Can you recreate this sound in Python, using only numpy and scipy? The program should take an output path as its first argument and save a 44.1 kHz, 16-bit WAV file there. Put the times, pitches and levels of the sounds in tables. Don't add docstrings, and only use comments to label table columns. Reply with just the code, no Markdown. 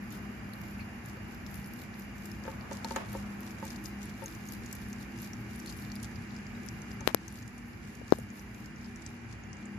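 import sys
import numpy as np
from scipy import signal
from scipy.fft import rfft, irfft
from scipy.io import wavfile
from scipy.ndimage import uniform_filter1d

SR = 44100
rng = np.random.default_rng(int(sys.argv[2]) if len(sys.argv) > 2 else 0)


def log_audio(samples):
    frames = np.atleast_2d(samples).T
    limited = np.clip(frames, -1, 1)
    pcm = np.round(limited * 32767).astype(np.int16)
    wavfile.write(sys.argv[1], SR, pcm)


def gain_from_db(level_db):
    decades = np.asarray(level_db, float) / 20
    return 10 ** decades


N = 431298


def unit(x):
    return x / np.sqrt(np.mean(x ** 2))


def band(x, lo_hz, hi_hz):
    return signal.sosfilt(signal.butter(2, [lo_hz, min(hi_hz, SR / 2.2)], "band", fs=SR, output="sos"), x)


def ring(hz, t60, size=2600):
    t = np.arange(size) / SR
    return np.sin(2 * np.pi * hz * t) * 1000. ** (-t / t60)


def add(out, s, sound, db, pan_db):
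    i = int(s * SR)
    piece = sound[..., :N - i] * gain_from_db(db + np.array([[pan_db], [-pan_db]]) / 2)
    out[:, i:i + piece.shape[1]] += piece


def shaped(gain, alike):
    mid, side = rfft(rng.standard_normal((2, N)))
    side = side * np.sqrt(1 - alike) * np.array([[1], [-1]])
    return irfft(gain * (mid * np.sqrt(1 + alike) + side), N)


# pitch_hz [Hz], level_db [dB]
AIR_SPECTRUM = [(25, -56), (45, -1), (100, -4), (207, -1), (400, -12.5), (575, -19), (2300, -15),
                (2900, -24.5), (3500, -33), (7100, -30.5), (8000, -34), (11300, -34.5), (14300, -39.5)]
# pitch_hz [Hz], left_minus_right_db [dB]
PORT_TILT = [(60, -2.5), (110, 0.5), (200, 2.5), (380, 0), (700, 0.0), (1290, -1), (2380, -3.5), (4400, 4),
             (8120, -0.5), (15000, 2.5)]
# pitch_hz [Hz], likeness [0-1]
PORT_LIKENESS = [(60, 0.98), (300, 0.88), (640, 0.26), (1400, 0.15), (15000, 0)]
# pitch_hz [Hz], width_hz [Hz], level_db [dB]
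HUM_LINES = [(63, 17, -54), (94.9, 7.5, -56.5), (114.4, 6.4, -52.5), (148, 11, -60.5), (203, 3, -53),
             (236.85, 7.3, -56), (306.8, 10.5, -61.5), (335, 4.9, -60), (398.7, 5.3, -65), (791, 180, -62.5),
             (1690, 510, -59), (4850, 54, -73.5), (12150, 80, -88),
             (2368, 30, -66), (2837, 16, -74)]


def room():
    hz = np.maximum(np.arange(N // 2 + 1) * SR / N, 1)

    def read(table):
        table_hz, value = np.transpose(table)
        return np.interp(np.log(hz), np.log(table_hz), value)

    alike = np.clip(read(PORT_LIKENESS), 0, 1)
    tilt = gain_from_db(read(PORT_TILT) * np.array([[1], [-1]]) / 2)
    air = unit(shaped(gain_from_db(read(AIR_SPECTRUM)) * tilt, alike)) * gain_from_db(-46)
    power = 0
    for line_hz, width_hz, db in HUM_LINES:
        peak = gain_from_db(2 * db) * SR / (np.pi * width_hz)
        power = power + peak / (1 + (2 * (hz - line_hz) / width_hz) ** 2) ** 1.87
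    both = air + shaped(np.sqrt(power) * tilt, alike)
    surge_db = 1.6 * unit(band(rng.standard_normal(N), 1.5, 6.))
    return both + band(both, 30., 267) * (gain_from_db(surge_db) - 1)


# pitch_hz [Hz], level_db [dB]
MOTOR_TONES = [
    (203, -49),
    (236.3, -53),
    (2811, -67),
]


def motor():
    noise = rng.standard_normal((len(MOTOR_TONES), 2, N))
    waver = uniform_filter1d(uniform_filter1d(noise, 2500), 2500) * 60
    t = np.arange(N) / SR
    lead = np.array([[.1], [-.1]])
    out = np.zeros((2, N))
    for (hz, db), (strength, drift) in zip(MOTOR_TONES, waver):
        phase = 2 * np.pi * hz * t + .6 * drift + lead * hz / 300
        out += gain_from_db(db + 3 + 1.8 * strength) * np.sin(phase)
    return out


# start_s [s], length_s [s]
RUB_TIMES = [(7.081, .04), (8.131, .014), (2.966, .12), (.79, .04), (.8, .05), (.11, .08), (2.4, 2.2),
             (0, 2.6), (8.183, .02), (8.013, .008), (.533, .015), (0, 6.)]
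# level_db [dB], pitch_hz [Hz], half_width [octaves], left_minus_right_db [dB]
RUB_SOUNDS = [(-43, 680, 1.4, 17), (-43.5, 370, 1.6, 21), (-41.5, 440, 2.2, -1), (-46.5, 2350, 0.1, -5),
              (-59, 4400, 0.13, 3), (-55.5, 3800, 0.9, 2), (-52.5, 840, 0.77, 0), (-56, 1120, 0.64, -1.5),
              (-48, 260, 0.98, 17), (-42, 340, 0.57, 13), (-54, 4200, 0.13, 4), (-63, 606, 0.33, 0)]


def slides():
    out = np.zeros((2, N))
    for (s, length), (db, hz, octaves, pan_db) in zip(RUB_TIMES, RUB_SOUNDS):
        spread = 2 ** min(octaves, 1.8)
        u = np.linspace(0, 1, int(length * SR))
        grit = rng.standard_normal((2, len(u))) * rng.exponential(size=len(u))
        grit = band(grit, hz / spread, hz * spread)
        add(out, s, unit(grit) * np.sin(np.pi * u ** 0.35), db, pan_db)
    return out


def crack(hz, t60, width, tail_db=-8.5, size=900):
    noise = rng.standard_normal(size) + 2.0 * rng.standard_normal((2, size))
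    t = np.arange(size) / SR
    shape = 1000. ** (-t / t60) + gain_from_db(tail_db) * 1000. ** (-t / 0.03)
    y = band(noise * shape + 2.4 * (t == 0), hz * (1 - width), hz * (1 + width))
    return y / np.abs(y).max()


# pitch_hz [Hz], level_db [dB], t60_s [s]
DISH_MODES = [(540, 8, 0.11), (890, 10.5, 0.081), (1260, 17.5, 0.031), (1724, 15, 0.032), (382, 3, 0.057),
              (730, -12, .03), (1130, -15, 0.036)]
# start_s [s], peak_db [dB], upper_mode_db [dB], sharp_edge_db [dB], left_minus_right_db [dB]
DISH_KNOCKS = [(1.17, -48, -10, -12, 2), (2.453, -43.5, -13, -13, 5), (2.479, -34.5, -7, -24, 1),
               (2.713, -34.5, -1.5, -23, -3), (2.847, -34.5, 8, -9, -2), (2.91, -32, 0.5, -18, 0),
               (2.9615, -28.5, -6, -1, 0), (2.9643, -32, 9, -2, -2), (2.9668, -41.5, 3, 5, 2),
               (3.151, -34.5, -4, -39, 4), (3.627, -39, 4.5, -23, -7), (4.221, -42.5, -3, -20, 8),
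               (4.232, -44, -4, -17, 6), (2.467, -45, -10, -14, 3), (3.138, -44, 1, -8, 2),
               (3.199, -53, -5, -19, 2), (6.577, -54, -1, -10, 9), (7.009, -47.5, 0, -9, 18)]


def knocks():
    out = np.zeros((2, N))
    t = np.arange(900) / SR
    for s, db, upper_db, edge_db, pan_db in DISH_KNOCKS:
        strike = [0, upper_db, edge_db, edge_db, upper_db / 2, upper_db / 2, upper_db / 2]
        chatter = (rng.random(900) < .015) * rng.standard_normal((2, 900))
        blow = (t == 0) + .3 * chatter * np.exp(-t / .007)
        body = 0
        for strike_db, (hz, mode_db, t60) in zip(strike, DISH_MODES):
            body = body + gain_from_db(strike_db + mode_db) * ring(hz * rng.uniform(.98, 1.02), t60)
        sound = signal.fftconvolve(body[None], blow, axes=1)
        add(out, s, sound / np.abs(sound).max(), db + 6.0, pan_db)
        add(out, s, crack(1300, .04, .7), db + edge_db / 2 + 7, pan_db)
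        add(out, s, crack(650, 0.076, 0.7, size=2600), db + 1.5, pan_db)
    return out


# start_s [s], push_db [dB], push_ms [ms], rebound_hz [Hz], rebound_db [dB], rebound_decay_ms [ms]
FINGER_TAPS = [
    (7.07563, 2.2, .19, 345, -8.3, 1.8),
    (7.14703, -3.4, .28, 288, -8.5, 1.38),
    (8.1235, .65, .53, 343, .2, 2.41),
]
# whistle_db [dB], click_db [dB], click_hz [Hz], push_flatness [exponent],
# nail_lead_ms [ms], click_decay_ms [ms]
NAIL_EDGES = [
    (-3.5, -17, 4200, 1.5, .05, .55),
    (2.6, 7.9, 5340, .85, .161, .054),
    (-25, -7.3, 2780, 1.4, .278, .21),
]


def taps():
    out = np.zeros((2, N))
    for tap, edge in zip(FINGER_TAPS, NAIL_EDGES):
        s, push_db, push_ms, rebound_hz, rebound_db, decay_ms = tap
        whistle_db, click_db, click_hz, flatness, lead_ms, click_ms = edge
        t = np.arange(N) / SR - s
        after = np.clip(t - push_ms / 2e3, 0, .05)
        since = np.clip(t + lead_ms / 1e3, 0, .05)
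        push = np.exp(-np.abs(t / (push_ms / 3e3)) ** flatness)
        rebound = np.sin(2 * np.pi * rebound_hz * after) * np.exp(-(after * 1e3 / decay_ms) ** 2)
        whistle = np.sin(2 * np.pi * 12000 * since) * np.exp(-since / .00016)
        click = np.sin(2 * np.pi * click_hz * since) * np.exp(-since * 1e3 / click_ms)
        out[0] += gain_from_db(rebound_db) * rebound - gain_from_db(push_db) * push
        out[0] -= gain_from_db(whistle_db) * whistle + gain_from_db(click_db) * click
        add(out, s, ring(3000, 0.0024), -40., -14.)
    return out


# time_s [s], dryness_db [dB]
MOUTHFUL_DRYNESS = [
    (0, 4),
    (2.3, 3),
    (2.8, -4.5),
    (3.4, -2),
    (6.0, -3.5),
    (6.8, -8.5),
    (8.6, -0.5),
    (9.2, -20),
]


def dryness_db(s):
    return np.interp(s, *np.transpose(MOUTHFUL_DRYNESS))


def crackle(rate, spread_db, lo_hz, hi_hz, smooth_db):
    sizes = (rng.random(N) < rate / SR) * gain_from_db(spread_db * np.minimum(rng.exponential(size=N), 3))
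    puffs = np.sqrt(signal.lfilter([1], [1, -np.exp(-1 / (.001 * SR))], sizes ** 2))
    noise = (unit(puffs) + gain_from_db(smooth_db)) * rng.standard_normal((2, N))
    return unit(band(band(noise, lo_hz, hi_hz), lo_hz, hi_hz))


# peak_s [s], chewing_db [dB], dry_rustle_db [dB], length_s [s]
JAW_STROKES = [(0.155, -59.5, -63, 0.051), (0.655, -65.5, -67, 0.14), (0.797, -67, -67, 0.027),
               (1.088, -60, -68, 0.068), (1.327, -65, -70, 0.075), (1.54, -59, -57, 0.097),
               (1.682, -71, -66, 0.11), (1.805, -58.5, -63, .07), (2.0, -63, -66, 0.11),
               (2.263, -60, -64, 0.15), (2.503, -63.5, -68, 0.13), (2.746, -51.5, -65, 0.067),
               (2.914, -52.5, -64, 0.12), (3.147, -55, -64, 0.1), (3.465, -59, -66, 0.073),
               (3.69, -53.5, -64, 0.11), (3.87, -57, -58, 0.046), (4.055, -55.5, -76, 0.079),
               (4.29, -58, -65, 0.16), (4.508, -59, -58, 0.1), (4.743, -58.5, -67, 0.23),
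               (5.015, -56, -66, 0.037), (5.233, -52, -59, 0.071), (5.574, -64, -68, 0.14),
                 (5.702, -54, -61, 0.053), (5.806, -63, -62, 0.089), (6.043, -51, -64, 0.029),
                 (6.34, -63, -82, 0.081), (6.69, -70, -69, 0.22), (6.92, -69, -67, 0.06),
                 (7.085, -46, -57, 0.035), (7.25, -65, -82, 0.11), (7.375, -62, -66, 0.085),
                 (7.686, -75, -72, 0.061), (7.91, -62, -71, 0.15), (8.155, -58.5, -66, 0.12),
                 (8.378, -58, -64, 0.079), (8.583, -65, -69, 0.13), (8.847, -60.5, -72, 0.098),
                 (9.054, -62, -69.5, 0.18), (9.318, -59, -90, 0.045), (9.602, -63, -90, 0.072)]
# time_s [s], shuffle_db [dB]
FOOT_SHUFFLE = [
    (0, -69.5),
    (2.3, -73.5),
    (2.9, -62.5),
    (4.8, -65.5),
    (6.0, -61.5),
    (6.4, -66),
    (7.4, -66),
    (9.78, -80.5),
]


def bustle():
    t = np.arange(0, N / SR, .002)
    s, chew_db, rustle_db, length = np.transpose(JAW_STROKES)[..., None]
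    u = (t - s) / np.maximum(length, .02)
    stroke = np.exp(-np.where(u < 0, u / 0.54, u / 0.65) ** 2)
    shuffle_db = np.interp(t, *np.transpose(FOOT_SHUFFLE))
    dry_shuffle_db = shuffle_db - 1.5 + dryness_db(t)

    def swell(db, base_db):
        level = gain_from_db(base_db) + (gain_from_db(db) * stroke).sum(axis=0)
        return np.interp(np.arange(N) / SR, t, level)

    chew = crackle(200., 5.6, 2860, 9900, -1.0) * swell(chew_db, shuffle_db)
    rustle = crackle(300., 4.2, 9800, 14240, -1.2) * swell(rustle_db, dry_shuffle_db)
    return chew * gain_from_db([[-.5], [-3.]]) + rustle * gain_from_db([[.5], [-1.5]])


def chink(hz, t60):
    t = np.arange(130) / SR
    contacts = rng.standard_normal(130) + .6 * rng.standard_normal((2, 130))
    contacts = contacts * np.exp(-t / .0008)
    modes = ring(hz, t60, size=771) + gain_from_db(-5) * ring(hz * 1.27, t60 / 2, size=771)
    y = signal.fftconvolve(modes[None], contacts, axes=1)
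    return y / np.abs(y).max()


# start_s [s], peak_db [dB], pitch_hz [Hz], left_minus_right_db [dB]
LOW_ANIMAL = [(1.465, -44, 4080, 6), (2.3156, -45.5, 5280, 10), (2.4377, -49, 5140, 11),
              (2.8456, -34.5, 4300, 10), (2.907, -44.5, 4560, 15), (3.4316, -49, 5030, 7),
              (3.5075, -48, 5000, 8), (3.704, -45, 5000, 15), (3.7294, -54, 4820, 5),
              (3.7614, -47, 4850, 13), (3.8576, -39.5, 5200, 13), (5.1876, -46, 5100, 6),
              (5.333, -42, 5750, 5), (5.66, -41.5, 4260, 2), (5.698, -40.5, 4440, 5),
              (5.7244, -45, 4960, 7), (5.8222, -51, 4410, 10), (5.918, -41, 4440, 7),
              (6.1579, -44.5, 4900, 3), (6.3639, -45, 5100, 6), (6.4667, -49, 5000, 8),
              (6.6872, -37, 5670, 10), (6.9152, -47, 4970, 13), (8.081, -49, 4860, 7),
              (8.105, -47, 5300, -1), (8.6583, -45, 5100, -2), (9.3266, -49, 5000, 15)]
# start_s [s], peak_db [dB], pitch_hz [Hz], left_minus_right_db [dB]
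HIGH_ANIMAL = [(0.1055, -48, 6900, -9), (1.059, -48, 7000, -0.5), (2.1814, -49, 6150, -1),
               (2.2558, -44, 7700, -2), (2.73, -39.5, 6200, 4), (3.6514, -41, 8400, -4),
               (3.678, -45, 6300, 5), (3.844, -46, 6450, 2), (4.0303, -44, 6560, 3.5),
               (4.2592, -36.5, 6460, 2), (4.35, -44, 6800, -3), (4.474, -47, 6700, -6),
               (4.4872, -41.5, 6630, -0.5), (4.5216, -48, 6240, -0.5), (4.6607, -42, 6760, -4),
               (4.7278, -36.5, 7800, 7), (4.9294, -40.5, 6100, 2), (5.599, -41.5, 6000, 2),
               (6.0292, -40, 6890, 3), (2.9612, -35, 6860, 7), (6.8184, -43.5, 6390, -3),
               (7.0067, -45, 6400, 13), (7.2804, -40, 6270, 7), (7.4779, -44, 6770, -3),
               (7.5805, -48, 6740, 6), (7.9514, -45.5, 6550, -2), (8.9595, -45.5, 5960, 5),
               (9.0633, -34.5, 6170, 2), (9.436, -51, 6800, 0), (9.5302, -44.5, 5860, 8)]
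# start_s [s], peak_db [dB], pitch_hz [Hz]
FAINT_NIBBLES = [(5.6794, -40, 4610), (7.3841, -51, 4770), (8.3025, -45, 6740), (8.395, -44, 5840),
                 (8.76, -49, 5900), (8.8438, -48, 4810), (8.859, -48, 4860), (9.0194, -49, 7000),
                 (9.5687, -49, 6700), (9.655, -44, 7320)]
# start_s [s], peak_db [dB], pitch_hz [Hz], left_minus_right_db [dB]
TOOTH_TICKS = [(1.0864, -45, 6630, 1.0), (1.348, -44, 4980, 0.5), (1.464, -47, 4240, 5.0),
               (1.6432, -42, 5210, 1.0), (1.8174, -44, 3980, 2.0), (1.94, -41, 4570, 5.0),
               (2.0208, -42, 6090, 2.5), (2.6095, -43, 4590, 10), (2.7127, -45, 5460, 4.5),
               (3.1702, -43, 7270, 2.0), (3.5848, -42, 6500, -2), (4.0906, -54, 4020, -2),
               (4.2817, -46, 6230, 1.0), (4.4538, -41, 6590, -1.5), (4.5344, -41, 4440, 1.0),
               (4.648, -51, 6630, -2), (4.8204, -46, 4030, 2.5), (5.029, -44, 4940, 2.5),
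               (5.1454, -60, 5120, 3.0), (5.1776, -42, 4960, 2.0), (5.2435, -49, 5000, 0.5),
               (5.5014, -50, 3770, 2.5), (5.5554, -47, 6460, -1.0), (5.6724, -39, 4600, 4.5),
               (5.8506, -41, 4400, 3.5), (5.901, -39, 4400, 4), (5.954, -40, 4730, 8),
               (5.9624, -38, 4890, 6), (6.3066, -42, 4390, 1.5), (6.551, -45, 3770, 5.5),
               (6.6328, -42, 6950, 1), (6.6623, -45, 5530, 8.5), (7.1716, -43, 4770, 9),
               (7.3238, -54, 3860, 1), (7.3562, -41, 6840, 2.0), (7.3741, -43, 4760, 3.0),
               (7.426, -41, 6800, -5), (7.4584, -46, 6750, -2.0), (8.0656, -50, 4820, 3.0),
               (8.185, -38.5, 8940, -12), (8.1994, -43, 7390, 0.5), (8.545, -43, 6440, -2.0),
               (8.7834, -50, 6670, 0.5), (9.3934, -59, 6400, 3.0)]
# start_s [s], peak_db [dB], pitch_hz [Hz]
BRIGHT_SNAPS = [(0.124, -37, 11900), (0.5354, -44, 11200), (0.6155, -40, 14100), (1.059, -43, 11300),
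                (1.5439, -37, 11800), (1.6601, -40, 10200), (1.736, -36.5, 12600), (1.9954, -38, 13900),
                (2.259, -40, 14000), (2.9163, -42, 10300), (2.961, -41, 13100), (3.096, -44, 10000),
                (3.1298, -36, 11400), (3.406, -38, 12500), (3.6518, -35, 12900), (3.84, -37.5, 11300),
                (4.0557, -39, 10700), (4.2393, -37, 10200), (4.522, -32, 12100), (4.727, -32.5, 12600),
                (4.7516, -34, 11500), (4.8858, -42, 11000), (5.219, -36, 12500), (5.559, -36, 10000),
                (5.5927, -39, 10700), (5.661, -37, 10700), (5.7748, -39, 10600), (5.955, -35, 10700),
                (6.0296, -38, 10100), (6.6623, -42, 11300),
                (0.1394, -54, 11800), (1.0864, -41, 14400), (1.3204, -50, 13400), (1.3473, -45, 12200),
               (1.4626, -47, 13000), (1.5554, -40, 10000), (1.5894, -48, 10300), (1.6726, -43, 11000),
               (1.7983, -45, 13800), (1.8188, -40, 13200), (3.1702, -47, 10400), (4.2844, -49, 10700),
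               (4.349, -44, 14200), (4.4894, -48, 11100), (4.5344, -43, 11100), (4.8204, -47, 11300),
               (4.8994, -45, 11300), (5.0255, -47, 11200), (5.1761, -48, 10000), (5.2444, -48, 11600),
               (5.2594, -47, 11400), (5.5054, -47, 12200), (5.698, -43, 10000), (5.7674, -41, 11000),
               (5.7977, -43, 10400), (5.8114, -45, 12100), (5.9624, -49, 12100), (6.0494, -49, 10500),
               (7.3243, -42, 9690), (8.1863, -40, 9190)]


def bites():
    out = np.zeros((2, N))
    for table, edge_db in ((LOW_ANIMAL, -7.5), (HIGH_ANIMAL, -5)):
        for s, db, hz, pan_db in table:
            sound = chink(hz, 0.015) + gain_from_db(-7.0) * crack(hz * 1.09, 0.0051, 0.24, -2.0)
            sound = sound + gain_from_db(-3.0) * crack(6500, 0.00091, 0.19, 7.0)
            sound = sound + gain_from_db(edge_db + dryness_db(s)) * crack(12300, 0.005, 0.12, 0.0)
            add(out, s, sound, db + 3.5, pan_db)
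    for s, db, hz in FAINT_NIBBLES:
        add(out, s, crack(hz, 0.0065, 0.11, 7.0), db + 2.5, 2.5)
    for s, db, hz, pan_db in TOOTH_TICKS:
        sound = chink(hz, 0.0076) + gain_from_db(-1.0) * crack(hz, 0.006, 0.17, 1.0)
        add(out, s, sound, db - 4.5, pan_db)
    for s, db, hz in BRIGHT_SNAPS:
        sound = crack(hz, 0.0047, 0.066, -3.0) + gain_from_db(2.0) * crack(10600, 0.003, 0.57, -7.0)
        add(out, s, sound, db - 2.0, 2.5 - rng.standard_normal())
    return out


# time_s [s], gain_db [dB]
PHONE_GAIN = [
    (0, -1),
    (7.07, 0),
    (7.16, -3),
    (8.12, -3),
    (9.78, -2),
]


def gain_db(s):
    return np.interp(s, *np.transpose(PHONE_GAIN))


def scene():
    steady = (room() + motor()) * gain_from_db(gain_db(np.arange(N) / SR))
    return steady + slides() + knocks() + taps() + bustle() + bites()


# pitch_hz [Hz], width_hz [Hz], depth [share 0-1]
PORT_DIP = (8350, 1500, .62)


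def microphone(x):
    hz, width, depth = PORT_DIP
    x = x - depth * signal.lfilter(*signal.iirpeak(hz, hz / width, fs=SR), x)
    return np.clip(signal.sosfilt(signal.butter(2, 45, "high", fs=SR, output="sos"), x), -1, 1)


# pitch_hz [Hz], level_db [dB]
TREBLE_FLOOR = [(2500, -130), (3200, -94), (4300, -95), (7500, -96), (8100, -90.5), (8900, -90.5),
                (10500, -92), (13000, -89), (14600, -90), (14800, -105), (16500, -107)]


def treble_gate(x):
    f, s, bins = signal.stft(x, SR, "cosine", nperseg=2048)
    bins = bins * gain_from_db(np.interp(f, [14650, 14850, 16000], [0, -16, -30]))[:, None]
    limit = gain_from_db(np.interp(f, *np.transpose(TREBLE_FLOOR)))[:, None]
    restless_db = 2.8 * np.repeat(rng.standard_normal((2, 33, len(s))), 32, axis=1)[:, :len(f)]
    limit = limit * gain_from_db(restless_db + gain_db(s))
    busy = np.abs(bins[:, (f > 3500) & (f < 8000)]).mean(axis=1, keepdims=True)
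    limit = limit * (busy / np.median(busy)) ** 0.23
    near = np.sqrt(uniform_filter1d(np.abs(bins) ** 2, size=21, axis=1))
    keep = (np.abs(bins) > limit) & (near > limit * .8)
    return signal.istft(bins * keep, SR, "cosine", nperseg=2048)[1][:, :N]


def top_cut(x):
    return signal.sosfilt(signal.butter(12, 15620, fs=SR, output="sos"), x)


def record(dry):
    return top_cut(treble_gate(microphone(dry)))


dry = scene()
out = record(dry)
log_audio(out)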